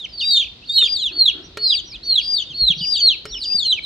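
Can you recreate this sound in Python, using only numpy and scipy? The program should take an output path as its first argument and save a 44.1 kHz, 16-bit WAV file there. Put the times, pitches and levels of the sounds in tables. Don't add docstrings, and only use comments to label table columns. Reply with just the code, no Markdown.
import sys
import numpy as np
from scipy import signal
from scipy.fft import rfft, irfft
from scipy.io import wavfile
from scipy.ndimage import uniform_filter1d

SR = 44100
rng = np.random.default_rng(int(sys.argv[2]) if len(sys.argv) > 2 else 0)


def decibels_to_gain(level_db):
    exponent = np.asarray(level_db, float) / 20
    return 10 ** exponent


def master(y):
    cut = np.clip(np.atleast_2d(y).T, -1, 1)
    pcm = np.round(cut * 32767)
    wavfile.write(sys.argv[1], SR, pcm.astype(np.int16))


N = 169785
FADE_S = 0.004


def band(x, hz, width_hz, passes=1):
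    for _ in range(passes):
        x = signal.lfilter(*signal.iirpeak(hz, hz / width_hz, fs=SR), x)
    return x


def level(x, db):
    return x * decibels_to_gain(db) / np.sqrt(np.mean(x ** 2))


def walk(rate_hz):
    bump = np.hanning(int(2 * SR / rate_hz))
    return level(signal.fftconvolve(rng.standard_normal(N), bump, "same"), 0)


def add(out, start_s, x):
    i = max(int(start_s * SR), 0)
    out[i:i + len(x)] += x[:N - i]


def ring(hz, db, t60_s):
    t = np.arange(SR // 3) / SR
    return decibels_to_gain(db - 60 * t / t60_s) * np.sin(2 * np.pi * hz * t)


def whistle(drift, s, hz, db, second_db, third_db, hidden_hz=0):
    t = s[0] - FADE_S + np.arange(int((s[-1] - s[0] + 2 * FADE_S) * SR)) / SR
    at = np.clip((t * SR).astype(int), 0, N - 1)
    wobble, shimmer = 0.0033 * drift[0][at], 1.72 * drift[1][at]
    glide = uniform_filter1d(np.interp(t, s, hz), int(2.1 * SR / 1000), mode="nearest")
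    pitch = glide * (1 + wobble)
    phase = 2 * np.pi * np.cumsum(pitch) / SR
    hidden_phase = 2 * np.pi * hidden_hz * t
    edge_s = np.r_[s[0] - FADE_S, s, s[-1] + FADE_S]
    edge_db = np.r_[db[0] - 20, db, db[-1] - 20]
    gain = decibels_to_gain(np.interp(t, edge_s, edge_db) + shimmer)

    both = np.clip((pitch - hidden_hz) / 300, 0, 1) * (hidden_hz > 0)
    apart = np.clip((pitch - hidden_hz) / 900, 0, 1)
    alone = 1 - both * apart

    second_patch, third_patch = 2.5 * drift[2][at], 2.5 * drift[2][N - 1 - at]
    fuzz = 1 + 0.45 * drift[3][at]
    mouth_db = -5 * np.maximum(2 * pitch - 6020, 0) / 1000
    second = alone * fuzz * decibels_to_gain(second_db + mouth_db + second_patch) * np.sin(2 * phase)
    upper = alone * np.sin(3 * phase) + both * np.sin(phase + 2 * hidden_phase)
    third = decibels_to_gain(third_db + third_patch) * fuzz * upper
    sum_tone = decibels_to_gain(second_db - 19.5 + second_patch) * fuzz * np.sin(phase + hidden_phase)
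    difference_tone = decibels_to_gain(-34.5) * apart ** 4 * np.sin(phase - hidden_phase)
    wave = np.sin(phase) + second + third + both * (sum_tone + difference_tone)
    return np.sqrt(2) * gain * wave


def place(x, echo_ms, echo_db, pan_db, lead_us):
    w = 2j * np.pi * np.arange(N // 2 + 1) * SR / N
    side = np.array([[1], [-1]]) / 2
    ports = decibels_to_gain(pan_db * side) * np.exp(w * side * lead_us * 1e-6)
    wall = (1 + decibels_to_gain(echo_db) * np.exp(-w * echo_ms / 1000)) / np.hypot(1, decibels_to_gain(echo_db))
    return irfft(rfft(x) * ports * wall, N)


# stage, pitch_ratio, level_db
SLOPER = [(0, .93, -40), (.13, .995, -33), (.4, .98, -22), (.64, .935, -14), (.87, .893, -14),
          (1, .79, -16), (1.35, .715, -13), (1.65, .605, -26), (2, .47, -52)]
# stage, pitch_ratio, level_db
STEPPER = [(0, .92, -38), (.14, .94, -29), (.45, .99, -26), (.74, .995, -20), (.88, .96, -18),
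           (.985, .91, -20), (1.04, .795, -22), (1.75, .64, -25), (2, .57, -44)]
# stage, pitch_ratio, level_db
STEPPER_UPPER = [(-.05, .965, -44), (.15, .995, -31), (.4, 1.012, -29), (.6, 1.008, -44)]
# stage, pitch_ratio, level_db
KINKED = [(0, .98, -36), (.15, .99, -27), (.5, .95, -18), (.85, .9, -11), (1, .79, -16), (1.13, .705, -15),
          (1.4, .655, -21), (1.7, .58, -28), (2, .48, -42)]
# stage, pitch_ratio, level_db
FLAT = [(0, .94, -38), (.1, 0.92, -22.5), (.5, 0.98, -24), (.9, 0.97, -13), (1.08, .93, -19),
        (1.45, .92, -17), (1.75, .82, -19.5), (2, 0.58, -37)]
# stage, pitch_ratio, level_db
HIGH = [(0, .92, -44), (.45, 1.0, -39), (.75, .95, -38), (1, .83, -34), (1.25, .74, -25), (1.6, .63, -31),
        (2, .48, -33)]
# stage, pitch_ratio, level_db
ARCH = [(0, .87, -58), (.4, .97, -49), (1, 1.0, -45), (1.6, .98, -49), (2, .9, -58)]
# stage, pitch_ratio, level_db
SLIDE = [(0, 1.0, -42), (.45, .965, -30), (1, .8, -28), (1.6, .69, -30), (2, .6, -42)]
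# stage, pitch_ratio, level_db
HOOK = [(0, 1.6, -37), (1, 1.0, -24.5), (1.68, 1.01, -24.5), (2, .76, -42.5)]
# stage, pitch_ratio, level_db
RISE = [(0, .96, -44), (1, 1.03, -36), (1.3, 1.1, -42), (2, 1.45, -44)]
# stage, pitch_ratio, level_db
STEPPER_TOP = [(-.1, 1.05, -54), (.2, 1.065, -44), (.5, 1.075, -52)]
# stage, pitch_ratio, level_db
STROKE = [(0, .84, -53.5), (1, .92, -40), (2, 1.0, -43)]
# start_s, knee_s, end_s, top_hz, level_db
SLOPER_PEEPS = [(1.122, 1.271, 1.323, 4510, 1), (1.579, 1.718, 1.761, 4456, 1),
                (2.029, 2.171, 2.224, 4520, -0.5), (2.538, 2.699, 2.744, 4449, 2)]
STEPPER_PEEPS = [(.184, 0.344, 0.39, 4740, 0), (.84, .966, 1.042, 4812, -3),
                 (1.625, 1.773, 1.81, 4890, -1.5), (2.211, 2.376, 2.44, 4810, 0),
                 (2.79, 2.962, 3.023, 4868, 0.5), (3.414, 3.597, 3.675, 4816, 0)]
KINKED_PEEPS = [(2.961, 3.097, 3.153, 4684, 2.8)]
FLAT_PEEPS = [(0.216, 0.347, .427, 3935, 0.22), (0.687, 0.802, .885, 3948, 0.77)]
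HIGH_PEEPS = [(3.265, 3.41, 3.46, 5730, 1)]
SLIDE_PEEPS = [(3.826, 3.86, 3.9, 4200, 3), (.435, .46, .478, 3700, -8), (2.335, 2.385, 2.422, 4250, -4),
               (2.905, 2.97, 3.0, 4000, -4)]
HOOK_PEEPS = [(.77, .782, .826, 3000, 5), (2.78, 2.818, 2.856, 2950, 0), (3.295, 3.358, 3.385, 2960, -3)]
RISE_PEEPS = [(.625, .64, .655, 2700, -4), (1.925, 1.947, 1.963, 2420, -2), (3.5, 3.527, 3.545, 2650, 0)]
ARCH_PEEPS = [(1.425, 1.46, 1.48, 5850, -1), (2.035, 2.058, 2.08, 5950, 1), (2.3, 2.317, 2.335, 5951, 0),
              (2.75, 2.785, 2.8, 5900, 1), (3.055, 3.09, 3.105, 5900, 1)]
STROKE_PEEPS = [(.652, .658, .668, 4750, -3), (2.132, 2.145, 2.156, 3400, 0),
                (2.576, 2.587, 2.597, 4200, 0), (2.56, 2.568, 2.576, 5150, -3)]
# echo_ms, echo_db, pan_db, lead_us, second_db, third_db
FAR = (3.5, -8, -1.5, 6.5, -23, -48.5)
# shape, peeps, echo_ms, echo_db, pan_db (left - right), lead_us (left first),
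# second_db, third_db (harmonics)
CHICKS = [(SLOPER, SLOPER_PEEPS, 2.1, -4, -1.4, -18.5, -28.5, -44),
          (STEPPER, STEPPER_PEEPS, 2.94, -7, 5, 26.3, -15, -43), (STEPPER_UPPER, STEPPER_PEEPS, *FAR),
          (KINKED, KINKED_PEEPS, 2.298, -12, -0.66, -21.5, -26.5, -44),
          (FLAT, FLAT_PEEPS, 2.5, -7, -1.4, -19, -19.5, -35), (HIGH, HIGH_PEEPS, *FAR[:4], -13, -60.5),
          (ARCH, ARCH_PEEPS, *FAR), (SLIDE, SLIDE_PEEPS, *FAR), (HOOK, HOOK_PEEPS, *FAR[:4], -38, -55.5),
          (RISE, RISE_PEEPS, *FAR), (STEPPER_TOP, STEPPER_PEEPS, *FAR), (STROKE, STROKE_PEEPS, *FAR)]


def calling_chicks():
    out = 0
    for shape, peeps, *where, second_db, third_db in CHICKS:
        stage, ratio, db = np.array(shape).T
        hidden_ratio = 0
        if shape == STEPPER:
            hidden_ratio = 0.805
        elif shape in (SLOPER, KINKED):
            hidden_ratio = 0.895
        x, drift = np.zeros(N), (walk(120), walk(120), walk(60), walk(800))
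        for start, knee, end, top_hz, gain_db in peeps:
            rising = start + stage * (knee - start)
            falling = knee + (stage - 1) * (end - knee)
            s = np.where(stage < 1, rising, falling)
            peep = whistle(drift, s, ratio * top_hz, db + gain_db, second_db, third_db, hidden_ratio * top_hz)
            add(x, s[0] - FADE_S, peep)
        out = out + place(x, *where)
    return out


# time_s, pitch_hz, level_db
SOLOS = [
    [(0.002, 3790, -34), (0.022, 3530, -30), (0.032, 3350, -39), (0.05, 3054, -23), (0.063, 2120, -44)],
    [(0.09, 5200, -54), (0.116, 5160, -53), (0.136, 4650, -36.5), (0.176, 4510, -37.5), (0.184, 4400, -25),
     (0.196, 4225, -30), (0.216, 2970, -20), (0.25, 2382, -33)],
    [(.285, 4600, -30), (.33, 4450, -15), (.35, 4290, -20), (.37, 4100, -21), (.4, 3620, -23),
     (.42, 3200, -17.5), (.436, 3030, -21.5), (.447, 2400, -32)],
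    [(0.673, 4254, -37.5), (0.691, 4583, -38), (0.735, 4530, -32.5), (0.765, 4268, -11.5),
     (0.797, 4175, -17.5), (0.809, 3830, -23.5), (0.841, 3370, -18.5), (0.862, 2605, -42.5)],
    [(0.982, 3928, -37), (1.008, 4195, -26), (1.034, 3845, -21), (1.07, 3320, -19), (1.088, 2834, -27.5),
     (1.112, 2450, -44.5)],
    [(1.848, 5670, -55), (1.876, 5890, -44.5), (1.914, 5270, -39), (1.96, 3285, -32), (1.968, 2890, -41),
     (1.974, 2780, -47.5)],
    [(2.015, 3770, -52.5), (2.033, 4100, -43), (2.055, 3687, -53), (2.071, 3650, -52), (2.111, 3460, -44.5),
     (2.142, 2800, -44.5)],
    [(2.46, 3668, -42), (2.494, 3680, -38.5), (2.506, 3258, -32), (2.518, 3170, -30.5), (2.54, 2620, -44.5)],
    [(2.83, 5780, -52.5), (2.882, 5620, -38.5), (2.916, 5120, -34), (2.932, 4440, -33),
     (2.964, 3010, -25.5), (2.972, 2795, -36.5)],
    [(3.63, 4375, -26), (3.646, 4274, -28), (3.662, 4217, -17), (3.714, 3900, -13.5), (3.72, 3684, -17),
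     (3.73, 3144, -10.5), (3.764, 2790, -37), (3.792, 2273, -25.5)],
]
# echo_ms, echo_db, pan_db, lead_us, second_db, third_db
SOLO_PLACE = (3.5, -16.5, -1.5, -14, -23, -46)


def solo_peeps():
    x, drift = np.zeros(N), (walk(120), walk(120), walk(60), walk(800))
    *where, second_db, third_db = SOLO_PLACE
    for rows in SOLOS:
        s, hz, db = np.array(rows).T
        add(x, s[0] - FADE_S, whistle(drift, s, hz, db, second_db, third_db))
    return place(x, *where)


# start_s, peak_db
TAPS = [(0.824, -21.5), (1.572, -15), (3.254, -18), (3.345, -35.5)]
# pitch_hz, level_db, t60_s
FEEDER = [(429, -8, 0.2), (567, -10, 0.057), (1355, -4.5, 0.028), (1870, -12, 0.077), (2925, -14, 0.21),
          (4350, -8, 0.022)]


def feeder_taps():
    out, t = np.zeros(N), np.arange(SR // 3) / SR
    for s, db in TAPS:
        noise = band(rng.standard_normal(len(t)), 2190, 2 * 2190, passes=2)
        crack = decibels_to_gain(5) * noise * np.exp(-t * 1000 / 5.6)
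        add(out, s, decibels_to_gain(db - 7.5) * (crack + sum(ring(*mode) for mode in FEEDER)))
    return out


# start_s, length_s, level_db
SHUFFLES = [(1.114, 0.066, -44.5), (1.336, 0.11, -44.5), (1.458, 0.051, -56)]
# centre_hz, width_hz, level_db
STRAW = [(327, 110, 4), (655, 100, -14), (1390, 650, -7)]


def straw_shuffles():
    out, time = np.zeros(N), np.arange(N) / SR
    noise = rng.standard_normal(N) * decibels_to_gain(1.9 * walk(60))
    bands = [decibels_to_gain(db) * level(band(noise, hz, width, passes=2), 0) for hz, width, db in STRAW]
    straw = level(sum(bands), 0)
    for s, length, db in SHUFFLES:
        edges = [s - .006, s, s + length, s + length + 0.0073]
        out += straw * decibels_to_gain(db) * np.interp(time, edges, [0, 0.97, 1.0, 0.078])
    return out


# start_s, pitch_hz, peak_db, t60_s
BUMPS = [(1.945, 42.4, -43, 0.14), (2.5, 140, -50, 0.17), (2.614, 142.6, -40.5, .1),
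         (2.614, 49, -34.5, 0.24), (2.699, 165, -30, 0.059), (2.765, 153.5, -41, 0.14),
         (2.808, 164.3, -34.5, 0.094), (3.301, 41.9, -43.5, 0.37), (3.545, 178.5, -40.5, 0.065)]


def hand_bumps():
    out, t = np.zeros(N), np.arange(SR // 3) / SR
    for s, hz, db, t60_s in BUMPS:
        add(out, s, ring(hz, db + 13.0, t60_s) * np.minimum(t * hz, 1))
    return out


def tail(db, t60_s):
    t = np.arange(SR) / SR
    unit_energy = np.sqrt(2 * np.log(1000) / t60_s / SR)
    return decibels_to_gain(db - 60 * t / t60_s) * rng.standard_normal((2, SR)) * unit_energy


def reverb(dry):
    room = signal.lfilter(*signal.butter(2, 5600, fs=SR), tail(-11.5, 0.42))
    box = tail(-10, 0.11)
    onset = np.minimum(np.arange(SR) / SR / 0.002, 1)
    return signal.fftconvolve(dry.mean(0)[None], (room + box) * onset, axes=1)[:, :N]


# pitch_hz, level_db (per Hz)
FLOOR = [(25, -17.5), (60, -4), (300, -12.5), (1200, -26.5), (2200, -28.5), (4000, -14), (5600, -44.5),
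         (14000, -61.5)]


def room_air():
    out, swell = 0, walk(0.22)
    floor_hz, floor_db = np.array(FLOOR).T
    for hz in 30 * 2 ** np.arange(0, 9, .5):
        mid, side = band(rng.standard_normal((2, N)), hz, hz / 2, passes=3)
        db = np.interp(np.log(hz), np.log(floor_hz), floor_db) + 0.5 * swell + 1.2 * walk(7.2)
        width = min(hz / 1110, 1.0)
        out = out + decibels_to_gain(db) * (mid + width * side * np.array([[1], [-1]]))
    return level(out, -46)


def hum():
    return level(band(rng.standard_normal(N), 54.3, 12), -54.5)


def scene():
    dry = calling_chicks() + solo_peeps() + feeder_taps() + straw_shuffles()
    return dry + reverb(dry) + hand_bumps() + room_air() + hum()


def top_cut(x):
    return signal.sosfilt(signal.butter(12, 15730, fs=SR, output="sos"), x)


def record(dry):
    return top_cut(dry)


dry = scene()
out = record(dry)
master(out)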